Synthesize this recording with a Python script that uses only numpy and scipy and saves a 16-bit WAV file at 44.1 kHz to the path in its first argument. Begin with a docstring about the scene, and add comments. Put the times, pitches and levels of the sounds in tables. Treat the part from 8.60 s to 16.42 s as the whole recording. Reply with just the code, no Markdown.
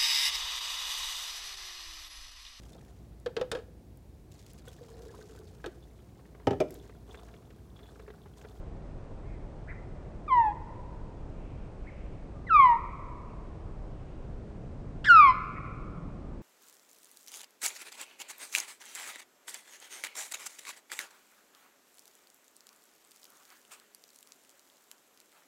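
"""An osprey, close and clear on a dead tree, gives three falling whistles, each higher and harder.
Each is a gliding tone with a weak octave and thin overtones; the last breaks out of a short rasp.
Branches scatter the calls and the woods ring on behind them, by convolution with a decaying noise response.
Other birds yelp and chatter far off, as arched tones and bands of noise.
Under all lies a low steady rush of distant wind or traffic, made of coloured noise."""
import sys
import numpy as np
from scipy import signal
from scipy.fft import rfft, irfft, next_fast_len
from scipy.io import wavfile

SR = 44100
rng = np.random.default_rng(int(sys.argv[2]) if len(sys.argv) > 2 else 0)


def transcribe(u):
    """Save the signal u as a 16-bit wav file named by the first command-line argument.

    u: samples, shape (n,) or (channels, n), limited to [-1, 1]; the rate is SR.
    q: integer samples, one column per channel.
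    """
    v = np.clip(np.atleast_2d(u).T, -1, 1)
    q = np.round(v * 32767).astype(np.int16)
    wavfile.write(sys.argv[1], SR, q)


N = 344862
T = np.arange(N) / SR  # seconds

ONSET_S, RELEASE_S = 0.003, 0.033
# the break: time scales of the pitch drop and of the swell into the loud note; full strain speeds the drop by this share
BREAK_S, SWELL_S, STRAIN_SNAP = 0.0049, 0.0045, 0.6
# strain starts the lead-in flat and bright, both easing over RASP_RISE_S; the rasp dies out at the break
RASP_LOCK_S, RASP_FLAT, RASP_RISE_S, RASP_BRIGHT_DB = 0.028, 0.27, 0.018, 32
# overtone slope in dB per octave, and what full strain adds: a lasting part, and a bite that fades after the break
SLOPE_DB, STRAIN_SLOPE_DB, BITE_DB, BITE_S = -32, 16.5, 10, 0.013

# The whistles: a thin lead-in breaks into a loud note that glides to its end.
# (start t/s, break t/s, end t/s, lead-in f/Hz at the break, fall of the lead-in [Hz/s],
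#  note f/Hz at the break, end f/Hz, bow of the glide [0-1], lead-in level/dB, delay of the swell t/s,
#  peak level/dB, place of the peak [0-1 of the note], sag level/dB a whole note away from the peak,
#  octave level/dB re fundamental, overtone level/dB re fundamental, overtone lift level/dB at both ends, strain [0-1])
OSPREY_WHISTLES = [(1.681, 1.702, 1.897, 1150, 3610, 1059, 826, 0.2, -33.5, 0.002, -16.5, 0.39, 39, -20.5, -40, 11.5, 0),
                   (3.87, 3.894, 4.135, 1880, 8500, 1402, 925, 0.66, -43, 0.01, -12, 0.48, 33.5, -20.5, -35, -3.5, 0.05),
                   (6.446, 6.486, 6.698, 1840, 2500, 1477, 1020, 0.1, -23.5, 0.00086, -9.5, 0.3, 13.5, -18, -34, 8.5, 0.77)]


def osprey(rasp_hiss_db=-23, soft_hiss_db=-56, strain_hiss_db=4):
    """Falling whistles close by: each swells and sags in one arch; strain adds rasp, overtones and hiss."""
    calls = np.zeros(N)
    hiss_colour = [(1300, -30), (2200, -3), (3400, -1), (4300, -3), (5300, 1), (6100, -18),
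                   (8000, -13), (9500, -22)]  # f/Hz, level/dB
    air = noise(lambda f: colour(f, hiss_colour))
    for (start, drop, end, lead_hz, lead_fall, top_hz, end_hz, bow, lead_db, delay, peak_db, peak_at, sag_db,
         octave_db, upper_db, edge_db, strain) in OSPREY_WHISTLES:
        on = (T > start - ONSET_S) & (T < end + RELEASE_S)
        t = T[on]
        along = np.minimum((t - drop) / (end - drop), 1)
        rasp = strain * np.clip((drop - t) / RASP_LOCK_S, 0, 1)
        flat = strain * np.exp(-np.maximum(t - start, 0) / RASP_RISE_S)

        # pitch: the lead-in breaks into a glide that flattens towards its end
        lead = (lead_hz + lead_fall * (drop - t)) * (1 - RASP_FLAT * flat)
        glide = end_hz + (top_hz - end_hz) * (1 - along) * (1 - bow * along)
        broken = step(t - drop, BREAK_S / (1 + STRAIN_SNAP * strain))
        hz = lead + (glide - lead) * broken

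        # level: faint until the break, then one arch; strain moves strength from fundamental to overtones
        bright_db = RASP_BRIGHT_DB * flat
        swell = step(t - drop - delay, SWELL_S)
        lead_level = undb(lead_db - bright_db / 2)
        note_level = undb(peak_db - sag_db * (along - peak_at) ** 2)
        level = (1 - swell) * lead_level + swell * note_level
        gate = np.interp(t, [start - ONSET_S, start, end, end + RELEASE_S], [0, 1, 1, 0])

        # timbre: the overtone lift vanishes in the middle of the note
        edge = np.minimum((2 * along - 1) ** 2, 1)
        overtones_db = upper_db + edge_db * edge + bright_db / 2
        soft_hiss = undb(soft_hiss_db + strain_hiss_db * strain)
        hiss = air[on] * (soft_hiss + undb(rasp_hiss_db) * rasp ** 2)
        bite = np.exp(-np.maximum(t - drop, 0) / BITE_S)
        slope_db = SLOPE_DB + strain * (STRAIN_SLOPE_DB + BITE_DB * bite)
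        bend, strength = syrinx(on, rasp)
        tone = voice(hz * bend, octave_db + bright_db, overtones_db, slope_db, hiss)
        calls[on] += gate * level * strength * tone
    return calls


def syrinx(on, rasp, rattle_hz=285, rattle_scatter=0.12, rattle_bend=0.032, rattle_swing=1.0,
           rasp_jitter=0.088, jitter=0.003, shimmer_db=1.2):
    """Factors on pitch and strength: a fine tremor, and in the rasp a slower second vibration of the syrinx."""
    rattle_rate = rattle_hz * (1 + rattle_scatter * walk(90)[on])
    rattle = rasp * np.sin(2 * np.pi * np.cumsum(rattle_rate) / SR)
    bend = 1 + jitter * walk(74)[on] + rattle_bend * rattle + rasp_jitter * rasp * walk(500)[on]
    strength = (1 + rattle_swing * rattle) * undb(shimmer_db * walk(40)[on])
    return bend, strength


# the octave flares as it slides through the resonance of the open beak, and is weaker while above it
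BEAK_HZ, BEAK_WIDTH_HZ, BEAK_DB, ABOVE_BEAK_DB = 2300, 152, 6.5, -4.5

# Colour that throat and open beak give the upper overtones: (f/Hz, level/dB)
THROAT_COLOUR = [(2500, 2), (3400, 9.5), (4300, 6), (5100, 12), (6200, -6), (7200, 5), (8300, 0.5),
                 (9200, 1.5), (9700, -15)]


def voice(hz, octave_db, upper_db, slope_db, hiss, flicker_db=2):
    """A strong fundamental, its octave shaped by the beak, and thin overtones that fall by slope_db an octave."""
    phase = 2 * np.pi * np.cumsum(hz) / SR
    beak_db = BEAK_DB * np.exp(-.5 * ((hz * 2 - BEAK_HZ) / BEAK_WIDTH_HZ) ** 2)
    beak_db += ABOVE_BEAK_DB * step(hz * 2 - BEAK_HZ - 2 * BEAK_WIDTH_HZ, BEAK_WIDTH_HZ / 2)
    octave = undb(octave_db + beak_db) * np.sin(2 * phase)
    order = np.arange(3, 11)[:, None]
    weights = colour(order * hz, THROAT_COLOUR) * undb(slope_db * np.log2(order))
    # each overtone flickers on its own, with its own stretch of the walk
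    flicker = undb(flicker_db * walk(45)[:weights.size].reshape(weights.shape))
    upper = np.sum(weights * flicker * np.sin(order * phase), axis=0)
    upper = upper / np.linalg.norm(weights, axis=0)
    # air hisses through the syrinx once a cycle
    air = hiss * (1 + np.cos(phase))
    return np.sin(phase) + octave + undb(upper_db) * upper + air


def reflection(x, delay_s=0.01059, gain_db=-8, dull_hz=1150):
    """One close reflection, perhaps off the ground, that keeps only the lowest tones and carves dips in the glides."""
    dull = lowpass(x, dull_hz, order=3)
    return undb(gain_db) * np.interp(T - delay_s, T, dull)


# Far birds, each yelp an arch of pitch:
# (top t/s, length t/s, top f/Hz, sag at the ends [octaves], level/dB, hoarseness [0-1])
FAR_YELPS = [(0.704, 0.19, 2210, 0.28, -64.5, .9), (1.104, 0.07, 2064, .8, -45.5, 0.9),
             (1.118, 0.028, 1382, .1, -53, .5), (3.285, 0.052, 2216, 0.72, -50, .35),
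             (3.305, .2, 2290, 0.034, -64, .8), (3.767, 0.039, 1207, .05, -54, .2),
             (4.703, 0.027, 2710, 0.49, -64, .4), (6.975, 0.035, 2290, 0.54, -45.5, 0.7),
             (7.083, .05, 2380, .6, -51.5, 0.52)]


def far_yelps(buzz_hz=290):
    """Short yelps far off that rise and fall in pitch; a buzz in level and a waver in pitch make them hoarse."""
    yelps, waver = np.zeros(N), walk(370)
    buzz = np.sin(2 * np.pi * buzz_hz * T + walk(60))
    for top_s, length, top_hz, sag, db, hoarse in FAR_YELPS:
        arch = np.minimum((2 * (T - top_s) / length) ** 2, 1)
        hz = top_hz * 2 ** (-sag * arch) * (1 + 0.04 * hoarse * waver)
        tone = np.sin(2 * np.pi * np.cumsum(hz) / SR)
        yelps += undb(db) * hump(top_s, length) * (1 + hoarse * buzz) * tone
    return yelps


# Faint far-off chatter: (middle t/s, length t/s, centre f/Hz, level/dB)
FAR_CHATTER = [(2.162, 0.046, 2460, -70), (2.906, 0.49, 2470, -70), (3.418, 0.53, 2500, -71),
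               (5.443, .5, 2700, -74)]


def far_chatter():
    """Blurred patches of chatter: bands of noise that swell and fade."""
    chatter = np.zeros(N)
    for middle, length, hz, db in FAR_CHATTER:
        chatter += undb(db) * hump(middle, length) * band(hz, octaves=0.27)
    return chatter


# Colour of what the woods send back to the microphone: (f/Hz, level/dB)
WOODS_COLOUR = [(950, -2.5), (1300, -2.5), (1550, -4.5), (1850, 1.5), (2600, 3.5), (3150, -3.5), (4100, 3),
                (5200, 1)]


def woods(near_db=-14.0, near_s=0.024, echoes_per_s=350, far_db=-19.0, build_s=0.087,
          low_t60=1.86, mid_t60=1.67, high_t60=1.0, mid_db=-2, high_db=1):
    """Outdoor response: quick scatter from branches and ground, then a long tail from the woods."""
    t = T[:2 * SR]
    near, far = rng.standard_normal((2, len(t)))
    # branches return separate echoes
    struck = rng.random(len(t)) < echoes_per_s / SR
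    near = near * struck * (t / near_s) ** 2 * np.exp(-t / near_s)
    far = far * (1 - np.exp(-t / build_s))
    low, below = lowpass(far, 1600, order=4), lowpass(far, 2900, order=4)
    # leaves and air swallow the treble first; each t60 is the time in seconds to fall by 60 dB
    low_fade, mid_fade, high_fade = (np.exp(-np.log(1000) * t / t60) for t60 in (low_t60, mid_t60, high_t60))
    tail = low * low_fade
    tail += undb(mid_db) * (below - low) * mid_fade
    tail += undb(high_db) * (far - below) * high_fade
    scatter = undb(near_db) * near / np.linalg.norm(near)
    ring = undb(far_db) * tail / np.linalg.norm(far * low_fade)
    spectrum = rfft(scatter + ring)
    return irfft(spectrum * colour(np.linspace(0, SR / 2, len(spectrum)), WOODS_COLOUR))


# the rumble holds its level, then grows
RUMBLE_DB, GROWS_FROM_S, GROWTH_DB_PER_S = -0.9, 5.13, 3

# Colour of the distant rush: (f/Hz, relative level/dB)
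RUSH_COLOUR = [(12, -29), (20, 4), (55, -5), (76, -11.5), (102, -10), (180, -15.5), (251, -21), (317, -20),
               (492, -24), (575, -25), (1180, -37), (1940, -45.5), (2640, -49), (2930, -52), (8440, -62),
               (9600, -66.5), (12500, -104), (21100, -120)]


def rush(level_db=-41.0, deep_hz=130, rumble_hz=290, flutter_db=-0.5, gust_db=0.3):
    """Dark distant noise: gusty deep bass, a rumble that flutters and later grows, a smooth hiss."""
    air = noise(lambda f: colour(f, RUSH_COLOUR) * f ** 2 / (f ** 2 + 20 ** 2))
    deep, below = lowpass(air, deep_hz, order=3), lowpass(air, rumble_hz, order=3)
    swell_db = RUMBLE_DB + GROWTH_DB_PER_S * np.maximum(T - GROWS_FROM_S, 0)
    rumble = (below - deep) * undb(swell_db + flutter_db * walk(0.93))
    gusty = deep * undb(gust_db * walk(2.3))
    return undb(level_db) * (gusty + rumble + air - below)


def undb(db):
    """Decibels to gain."""
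    return 10 ** (np.asarray(db) / 20)


def unit(x):
    """Scale to rms 1."""
    return x / np.sqrt(np.mean(x ** 2))


def colour(hz, points):
    """Gain at these frequencies of a spectrum given as (f/Hz, level/dB) points."""
    f, db = np.transpose(points)
    return undb(np.interp(np.log(hz + 1), np.log(f), db))


def noise(shape):
    """Noise of rms 1 whose spectrum is shape(f/Hz)."""
    size = next_fast_len(N, real=True)
    hz = np.arange(size // 2 + 1) * SR / size
    spectrum = rfft(rng.standard_normal(size)) * shape(hz)
    return unit(irfft(spectrum, size)[:N])


def band(hz, octaves):
    """Noise in a bell-shaped band."""
    return noise(lambda f: np.exp(-.5 * (np.log2((f + 1) / hz) / octaves) ** 2))


def walk(rate):
    """Smooth random wander of rms 1, moving about rate times a second."""
    return noise(lambda f: np.exp(-.5 * (f / rate) ** 2))


def hump(middle, length):
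    """A smooth swell from silence to 1 and back."""
    return np.cos(np.pi * np.clip((T - middle) / length, -.5, .5))


def step(t, width):
    """A smooth step from 0 to 1 around t = 0."""
    return .5 + .5 * np.tanh(.5 * t / width)


def lowpass(x, hz, order):
    """Keep what lies below hz, without delay."""
    return signal.sosfiltfilt(signal.butter(order, hz, fs=SR, output="sos"), x)


def scene(far_wet_db=6):
    """The osprey close and clear, the far birds with more echo than the osprey, the rush under all."""
    bird = osprey()
    others = far_yelps() + far_chatter()
    echoes = signal.fftconvolve(bird + undb(far_wet_db) * others, woods())[:N]
    return (bird + reflection(bird) + others + echoes + rush())[None]


def record(dry, top_hz=9650):
    """The recorder cuts the top steeply."""
    return signal.sosfilt(signal.ellip(10, .2, 70, top_hz, fs=SR, output="sos"), dry)


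dry = scene()
out = record(dry)
transcribe(out)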